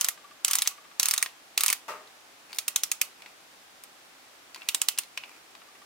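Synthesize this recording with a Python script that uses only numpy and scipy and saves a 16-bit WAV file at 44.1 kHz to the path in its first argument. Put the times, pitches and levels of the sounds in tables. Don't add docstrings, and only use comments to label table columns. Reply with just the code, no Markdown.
import sys
import numpy as np
from scipy import signal
from scipy.fft import rfft, irfft
from scipy.io import wavfile
from scipy.ndimage import uniform_filter1d, minimum_filter1d

SR = 44100
rng = np.random.default_rng(int(sys.argv[2]) if len(sys.argv) > 2 else 0)


def int16_out(signal):
    q = np.round(np.clip(np.atleast_2d(signal).T, -1, 1) * 32767)
    wavfile.write(sys.argv[1], SR, q.astype(np.int16))


N = 257984
HIT_SAMPLES = 4096
HIT_HZ, HIT_TIME = np.fft.rfftfreq(HIT_SAMPLES, 1 / SR), np.arange(HIT_SAMPLES) / SR
SCENE_HZ = np.fft.rfftfreq(N, 1 / SR)
SLIP_S = .003

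# start_s, level_db, clack_hz, clack_boost_db, ping_hz
PAWL_SNAPS = [(0.0113, 5, 1850, -11, 6170), (0.0455, 3, 4000, 4.5, 7100), (0.0863, 3, 2000, 10.5, 11600),
              (.4483, 7.5, 2970, 7, 7500), (0.4804, -4.5, 2800, 6, 5600), (0.5114, 1.5, 1870, 4, 8760),
              (0.5338, 3.5, 2300, -1, 5360), (0.5544, 7, 3250, -8, 8850), (.586, 0, 3380, 6, 6240),
              (0.6206, 3.5, 3750, 13.5, 9500), (0.6746, 6.5, 4000, 2, 6230), (.9981, 7, 3950, 5, 5700),
              (1.0303, 4, 2880, 3, 5640), (1.0573, 3.5, 4030, 5, 6240), (1.0856, 3.5, 1890, -3, 9050),
              (1.1108, 5, 2500, 1.5, 5100), (1.138, 3, 1840, 10, 8500), (1.1785, 1, 3820, 12, 6400),
              (1.2271, 6, 2100, 15.5, 9000), (1.5777, 7.5, 2510, 12, 4400), (1.608, 1, 3940, 9, 12600),
              (1.6357, 6, 4200, 5, 11700), (1.6623, 5.5, 1910, 5, 10900), (1.6817, 2.5, 3030, 7, 5770),
              (1.7015, 2.5, 2130, 13, 9200), (1.7284, 4, 2030, 10, 12100), (2.586, -1.5, 2600, 5, 4140),
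              (2.681, 0.5, 2460, 8, 12400), (2.761, 7.5, 3690, 9, 6500), (2.835, 2.5, 3560, 4, 6000),
              (2.9164, 2.5, 2520, 7.5, 7000), (3.0153, 6.5, 2550, 16, 12300),
              (4.688, 2.5, 2700, 13.5, 3700), (4.747, 4, 3720, 10.5, 8000), (4.8169, 4.5, 2780, 8, 7600),
              (4.8865, 7, 2950, 7, 3740), (4.9866, 2, 2750, 10, 9600)]
# pitch_hz, level_db
STEEL_TONE = [(30, -54), (120, -34), (300, -26), (600, -19.5), (850, -14), (1150, -8), (1600, -12),
              (2400, -5.5), (3700, -4), (4800, -3), (6500, 0.5), (9000, 0), (12000, -2), (15000, -3.5)]


def ratchet(focus, ring_db=1.36, ring_follow=0.12, ping_db=7, pan_db=-2.4):
    out, speeds = np.zeros((2, N)), handle_speed(quick_gap_s=0.075)
    pan = amp([[pan_db / 2], [-pan_db / 2]])
    for start_s, crack_db, clack_hz, clack_db, ping_hz in PAWL_SNAPS:
        speed = speeds[round(start_s * SR)]
        clunk_db, sparkle_db = -1.5 + 4 * speed, -1 + 2.5 * speed
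        swing_tone = curve([(350, -1), (1400, clunk_db), (6000, 0), (13000, sparkle_db)], HIT_HZ)
        tone = curve(STEEL_TONE, HIT_HZ) + swing_tone
        clack = clack_db * resonance(HIT_HZ, clack_hz, width_hz=700)
        ping = ping_db * resonance(HIT_HZ, ping_hz, width_hz=1500)
        snap = impact(tone, focus * (clack + ping), ring_db - (1 - ring_follow) * crack_db)
        add(out, start_s - SLIP_S - .0004, amp(crack_db) * pan * snap)
    return out


def handle_speed(quick_gap_s):
    snap_s, t = np.array(PAWL_SNAPS)[:, 0], np.arange(N) / SR
    last_snap = np.clip(np.searchsorted(snap_s, t) - 1, 0, len(snap_s) - 2)
    gap_s = np.diff(snap_s)[last_snap]
    speed = (t < snap_s[-1]) / (1 + (gap_s / quick_gap_s) ** 6)
    return np.maximum(uniform_filter1d(speed, size=900), 0)


def impact(tone_db, peaks_db, ring_db, crack_s=0.0045, ring_s=0.027, slip_db=-19):
    t = np.maximum(HIT_TIME - SLIP_S, 0)
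    delay_s = 3.5e-5
    crack_rise, ring_rise = np.minimum(t / .0005, 1) ** 2, 1 - np.exp(-(t / .0018) ** 2)
    crack = stereo_noise(HIT_SAMPLES, [(2000, 0.98), (14000, 0.44)], delay_s)
    crack = crack * fade(t, crack_s) * crack_rise
    power = np.mean(abs(rfft(crack)) ** 2, 0)
    ripple_db = 10 * np.log10(uniform_filter1d(power, size=40) + 1e-9)
    crack = shape_tone(crack, tone_db + peaks_db - 0.71 * ripple_db)
    grain = stereo_noise(HIT_SAMPLES, [(1500, 0.78), (12000, 0.72)], delay_s)
    ring = shape_tone(grain * fade(t, ring_s) * ring_rise, tone_db + .9 * peaks_db)
    slip = shape_tone(grain * (HIT_TIME < SLIP_S) * HIT_TIME, tone_db)
    return unit(crack) + amp(ring_db) * unit(ring) + amp(slip_db) * unit(slip)


def pawl_scrape(level_db=-44, roughness_db=5):
    grit = rng.standard_normal((2, N))
    grit *= amp(roughness_db * np.repeat(rng.standard_normal(N // 64 + 1), 64)[:N])
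    socket = 7 * resonance(SCENE_HZ, 1350, 520)
    treble_cut = 8 * np.log2(1 + SCENE_HZ / 3000)
    scrape = shape_tone(grit, curve(STEEL_TONE, SCENE_HZ) + socket - treble_cut)
    return amp(level_db) * np.sqrt(N) * unit(scrape) * handle_speed(quick_gap_s=0.05)


def socket_rattle(level_db=-41, hits_per_s=200, spread_db=3, spots=12):
    quick = handle_speed(quick_gap_s=.056) > .5
    strength = amp(spread_db * np.minimum(rng.exponential(1, N), 3))
    hits = strength * (rng.random(N) < hits_per_s / SR * quick)
    spot, out = rng.integers(0, spots, N), np.zeros((2, N))
    bass_trim = curve([(300, -11), (1000, -4)], HIT_HZ)
    tone = curve(STEEL_TONE, HIT_HZ) + bass_trim - 4 * np.log2(1 + HIT_HZ / 3000)
    for k, pitch_hz in enumerate(np.geomspace(1100, 7500, spots)):
        contact = impact(tone, 12 * resonance(HIT_HZ, pitch_hz, 750), ring_db=-2, ring_s=0.01)
        out += signal.oaconvolve((hits * (spot == k))[None], contact, axes=1)[:, :N]
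    return amp(level_db) * np.sqrt(quick.sum()) * unit(out)


def low_thuds(gain_db=-1):
    # start_s, level_db
    thuds = [(.4483, -27), (.9981, -23.5), (1.5778, -19.5), (3.0156, -20), (4.747, -18.5), (4.986, -27)]
    # pitch_hz, level_db
    thud_tone = [(20, -36), (60, -20), (130, -7.5), (300, 2.5), (600, 7), (1200, -4), (4000, -19)]
    out = np.zeros((2, N))
    thud = unit(shape_tone(signal.unit_impulse(HIT_SAMPLES), curve(thud_tone, HIT_HZ)))
    for start_s, level_db in thuds:
        add(out, start_s, amp(level_db + gain_db) * np.array([thud, thud]))
    return out


def tool_knocks(gain_db=-1):
    # start_s, level_db, pitch_hz, treble_db_per_octave
    bumps = [(0.6614, -11.5, 1920, -24), (1.261, -6.5, 1870, -9), (1.6896, 0.5, 2470, -0.5),
             (2.074, -27.5, 3800, -8), (2.5299, -13, 4570, -10), (3.221, -19.5, 2320, -9),
             (3.261, -19.5, 2080, -20), (3.8372, -14.5, 8660, 2), (4.546, -13, 4620, -6.5),
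             (4.5606, -17, 1020, -7), (4.619, -15.5, 2500, -30), (4.9775, -8.5, 4950, -6),
             (5.035, -18, 4130, -4), (5.1758, -2.5, 2630, -8.5), (5.237, -12, 2690, -24),
             (5.5517, -22, 1110, -10)]
    out = np.zeros((2, N))
    for start_s, level_db, pitch_hz, treble_slope in bumps:
        add(out, start_s - SLIP_S - .0004, amp(level_db + gain_db) * knock(pitch_hz, treble_slope))
    return out


def knock(pitch_hz, treble_slope, bar_db=-3):
    # pitch_hz, level_db, fade_s
    bar_notes = [(1030, 0, 0.05), (2500, -23, 0.28), (2690, -27, 0.24), (4340, -14, 0.082)]
    t = np.maximum(HIT_TIME - SLIP_S, 0)
    tone = curve([(30, -42), (120, -26), (500, -2), (1200, 5.5), (2500, 15.5)], HIT_HZ)
    tone += treble_slope * np.log2(np.maximum(HIT_HZ / 3800, 1))
    hit = unit(impact(tone, 14 * resonance(HIT_HZ, pitch_hz, 420), ring_db=-3))
    window = (t > 0) * (1 - (HIT_TIME / HIT_TIME[-1]) ** 4)
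    for note_hz, note_db, fade_s in bar_notes:
        wave = np.sin(2 * np.pi * (note_hz * t + 0.6 * rng.random((2, 1))))
        response = np.sqrt(resonance(note_hz, pitch_hz, 700))
        hit += amp(note_db + bar_db) * response * unit(wave * fade(t, fade_s) * window)
    return hit


def socket_settling(start_s=2.53, end_s=2.572, level_db=-18, low_hz=3700, high_hz=5300, count=5):
    out = np.zeros((2, N))
    for k, (when, pitch) in enumerate(rng.random((count, 2))):
        tick_s = start_s + (end_s - start_s) * (k + when) / count
        tick = knock(low_hz + pitch * (high_hz - low_hz), treble_slope=2.5)
        add(out, tick_s - SLIP_S, amp(level_db) * tick)
    return out


def grip_rubs(roughness_db=5):
    # start_s, end_s, level_db
    rubs = [(2.49, 2.576, -53.5), (3.17, 3.336, -58.5), (4.54, 4.702, -55), (5.18, 5.401, -57)]
    out = np.zeros((2, N))
    for start_s, end_s, level_db in rubs:
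        size = 128 * round((end_s - start_s) * SR / 128)
        grit = stereo_noise(size, [(1000, .6), (8000, .2)])
        grit *= amp(roughness_db * np.repeat(rng.standard_normal(size // 128), 128))
        tone = curve([(50, -55), (200, -9.5), (1000, -2), (1700, -7.5), (2600, 5.5), (3400, -26),
                      (4400, -7), (14000, -18)], np.fft.rfftfreq(size, 1 / SR))
        rub = shape_tone(grit, tone) * signal.windows.tukey(size, .3)
        add(out, start_s, amp(level_db) * np.sqrt(size) * unit(rub))
    return out


def far_thump(start_s=1.881, level_db=-1.5, swell_s=0.012, size=32768):
    # pitch_hz, level_db
    blow_tone = [(59, -60), (100, -27), (368, -14), (416, -4.5), (568, -10), (604, -2), (841, -13.5),
                 (895, 2), (972, -7), (1220, 2.5), (1500, -8.5), (2620, -10.5), (3290, -17.5),
                 (4980, -16.5), (14000, -25)]
    # pitch_hz, half_width_hz, weight_db
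    hollow_notes = [(613, 26, -1.5), (930, 27, -4), (1110, 120, -21), (1880, 48, -2), (2740, 73, 2)]
    # pitch_hz, likeness
    likeness = [(60, 0.79), (130, 0.91), (290, 0.94), (640, 0.85), (1410, 0.62), (3100, 0.21),
                (6820, -0.16), (15000, -0.08)]
    band_hz, t, bands = signal.stft(stereo_noise(size, likeness), SR, nperseg=256)
    fade_s = curve([(600, 0.47), (5000, 0.3)], band_hz)[:, None]
    tail = signal.istft(bands * fade(t, fade_s), SR, nperseg=256)[1][:, :size]
    tail *= 1 - 0.49 * np.exp(-np.arange(size) / SR / swell_s)
    hz = np.fft.rfftfreq(size, 1 / SR)
    peaks = sum(amp(db) * resonance(hz, pitch, 2 * half_width) for pitch, half_width, db in hollow_notes)
    blow = unit(shape_tone(tail, curve(blow_tone, hz) + 5 * peaks))
    out = np.zeros((2, N))
    add(out, start_s, amp(level_db) * amp([[.8], [-.8]]) * blow)
    return out


def faint_ticking(pitch_hz=1165, gap_s=.0672, gain_db=1, spread_db=1.2):
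    # start_s, end_s, level_db
    runs = [(0.108, .35, -25), (0.711, .94, -25), (5.616, 5.84, -28)]
    out = np.zeros((2, N))
    tone = curve([(60, -36), (200, -11), (1200, 5), (3000, 4.5), (10000, -26)], HIT_HZ)
    tone += 19 * resonance(HIT_HZ, pitch_hz, 160)
    for start_s, end_s, level_db in runs:
        for tick_s in np.arange(start_s, end_s, gap_s):
            tick = unit(impact(tone, peaks_db=0, ring_db=6, ring_s=.04))
            add(out, tick_s - SLIP_S, amp(level_db + gain_db + rng.normal(0, spread_db)) * tick)
    return out


def workshop_echoes(sound, first_echo_s=0.0011):
    # pitch_hz, fade_s
    echo_fades = [(300, 0.46), (1200, 0.17), (3000, 0.22), (7000, 0.22), (14000, 0.15)]
    # pitch_hz, level_db
    echo_levels = [(300, -8), (1200, -5), (3000, -8), (7000, -13.5), (14000, -12.5)]
    noise = stereo_noise(SR // 2, [(300, 0.22), (1200, 1.0), (3000, 0.23), (8000, 0.026)])
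    band_hz, t, bands = signal.stft(noise, SR, nperseg=256)
    fade_s = curve(echo_fades, band_hz)[:, None]
    equal_energy = np.sqrt(2 * np.log(1000) / (fade_s * SR))
    bands = bands * fade(t, fade_s) * amp(curve(echo_levels, band_hz))[:, None] * equal_energy
    tail = signal.istft(bands, SR, nperseg=256)[1]
    tail *= np.clip(np.arange(tail.shape[1]) / SR / first_echo_s - 1, 0, 1)
    return signal.fftconvolve(sound, tail, axes=1)[:, :N]


def room_noise(level_db=-53.5):
    # pitch_hz, level_db
    noise_tone = [(15, -23), (25, -19.5), (161, -11.5), (190, -6), (217, -11), (263, -3), (463, -4.5),
                  (575, -2.5), (796, 0), (936, -2.5), (1230, -1.5), (3160, -5), (5430, -8), (14800, -17),
                  (16000, -21)]
    # pitch_hz, likeness
    likeness = [(60, 0.36), (130, 0.44), (290, 0.4), (640, 0.31), (1410, 0.049), (3100, -0.019),
                (6820, 0.074), (15000, -0.12)]
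    hiss = shape_tone(stereo_noise(N, likeness), curve(noise_tone, SCENE_HZ))
    return amp(level_db) * np.sqrt(N) * unit(hiss)


def amp(db):
    return 10 ** (np.asarray(db) / 20)


def unit(sound):
    return sound / np.sqrt(np.sum(sound ** 2, -1, keepdims=True) + 1e-20)


def curve(points, hz):
    pitch_hz, value = np.transpose(points)
    return np.interp(np.log(hz + 1), np.log(pitch_hz + 1), value)


def resonance(hz, centre_hz, width_hz):
    return 1 / (1 + (2 * (hz - centre_hz) / width_hz) ** 2)


def fade(t, fade_s):
    return np.exp(-np.log(1000) * t / fade_s)


def add(mix, start_s, sound):
    part = mix[:, max(round(start_s * SR), 0):][:, :sound.shape[1]]
    part += sound[:, :part.shape[1]]


def shape_tone(sound, tone_db):
    log_gain = np.log(amp(tone_db))
    phase = -signal.hilbert(np.r_[log_gain, log_gain[-2:0:-1]]).imag[:len(tone_db)]
    return irfft(rfft(sound) * np.exp(log_gain + 1j * phase))


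def stereo_noise(size, likeness, delay_s=0):
    hz = np.fft.rfftfreq(size, 1 / SR)
    left, other = rfft(rng.standard_normal((2, size)))
    alike = np.clip(curve(likeness, hz), -1, 1)
    right = alike * left * np.exp(-2j * np.pi * hz * delay_s) + np.sqrt(1 - alike ** 2) * other
    return irfft([left, right], size)


def scene():
    # pitch_hz, left_minus_right_db
    balance = [(300, 8.5), (1200, 3.5), (2200, 0.5), (4500, 1.5), (8000, 1), (13000, -2)]
    small_sounds = (pawl_scrape() + socket_rattle() + low_thuds() + tool_knocks()
                    + socket_settling() + grip_rubs() + faint_ticking())
    left, right = ratchet(focus=1) + small_sounds
    side_db = curve(balance, SCENE_HZ) / 2
    direct = np.array([shape_tone(left, side_db), shape_tone(right, -side_db)])
    echoes = workshop_echoes(ratchet(focus=.4) + small_sounds)
    return direct + echoes + far_thump() + room_noise()


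def record(dry, ceiling=.9, top_hz=15950):
    allowed = ceiling / np.maximum(abs(dry).max(0), ceiling)
    gain = uniform_filter1d(minimum_filter1d(allowed, size=17), size=17)
    low_pass = signal.firwin(255, top_hz, window=("kaiser", 8), fs=SR)
    return signal.oaconvolve(dry * gain, low_pass[None], "same", axes=1)


dry = scene()
out = record(dry)
int16_out(out)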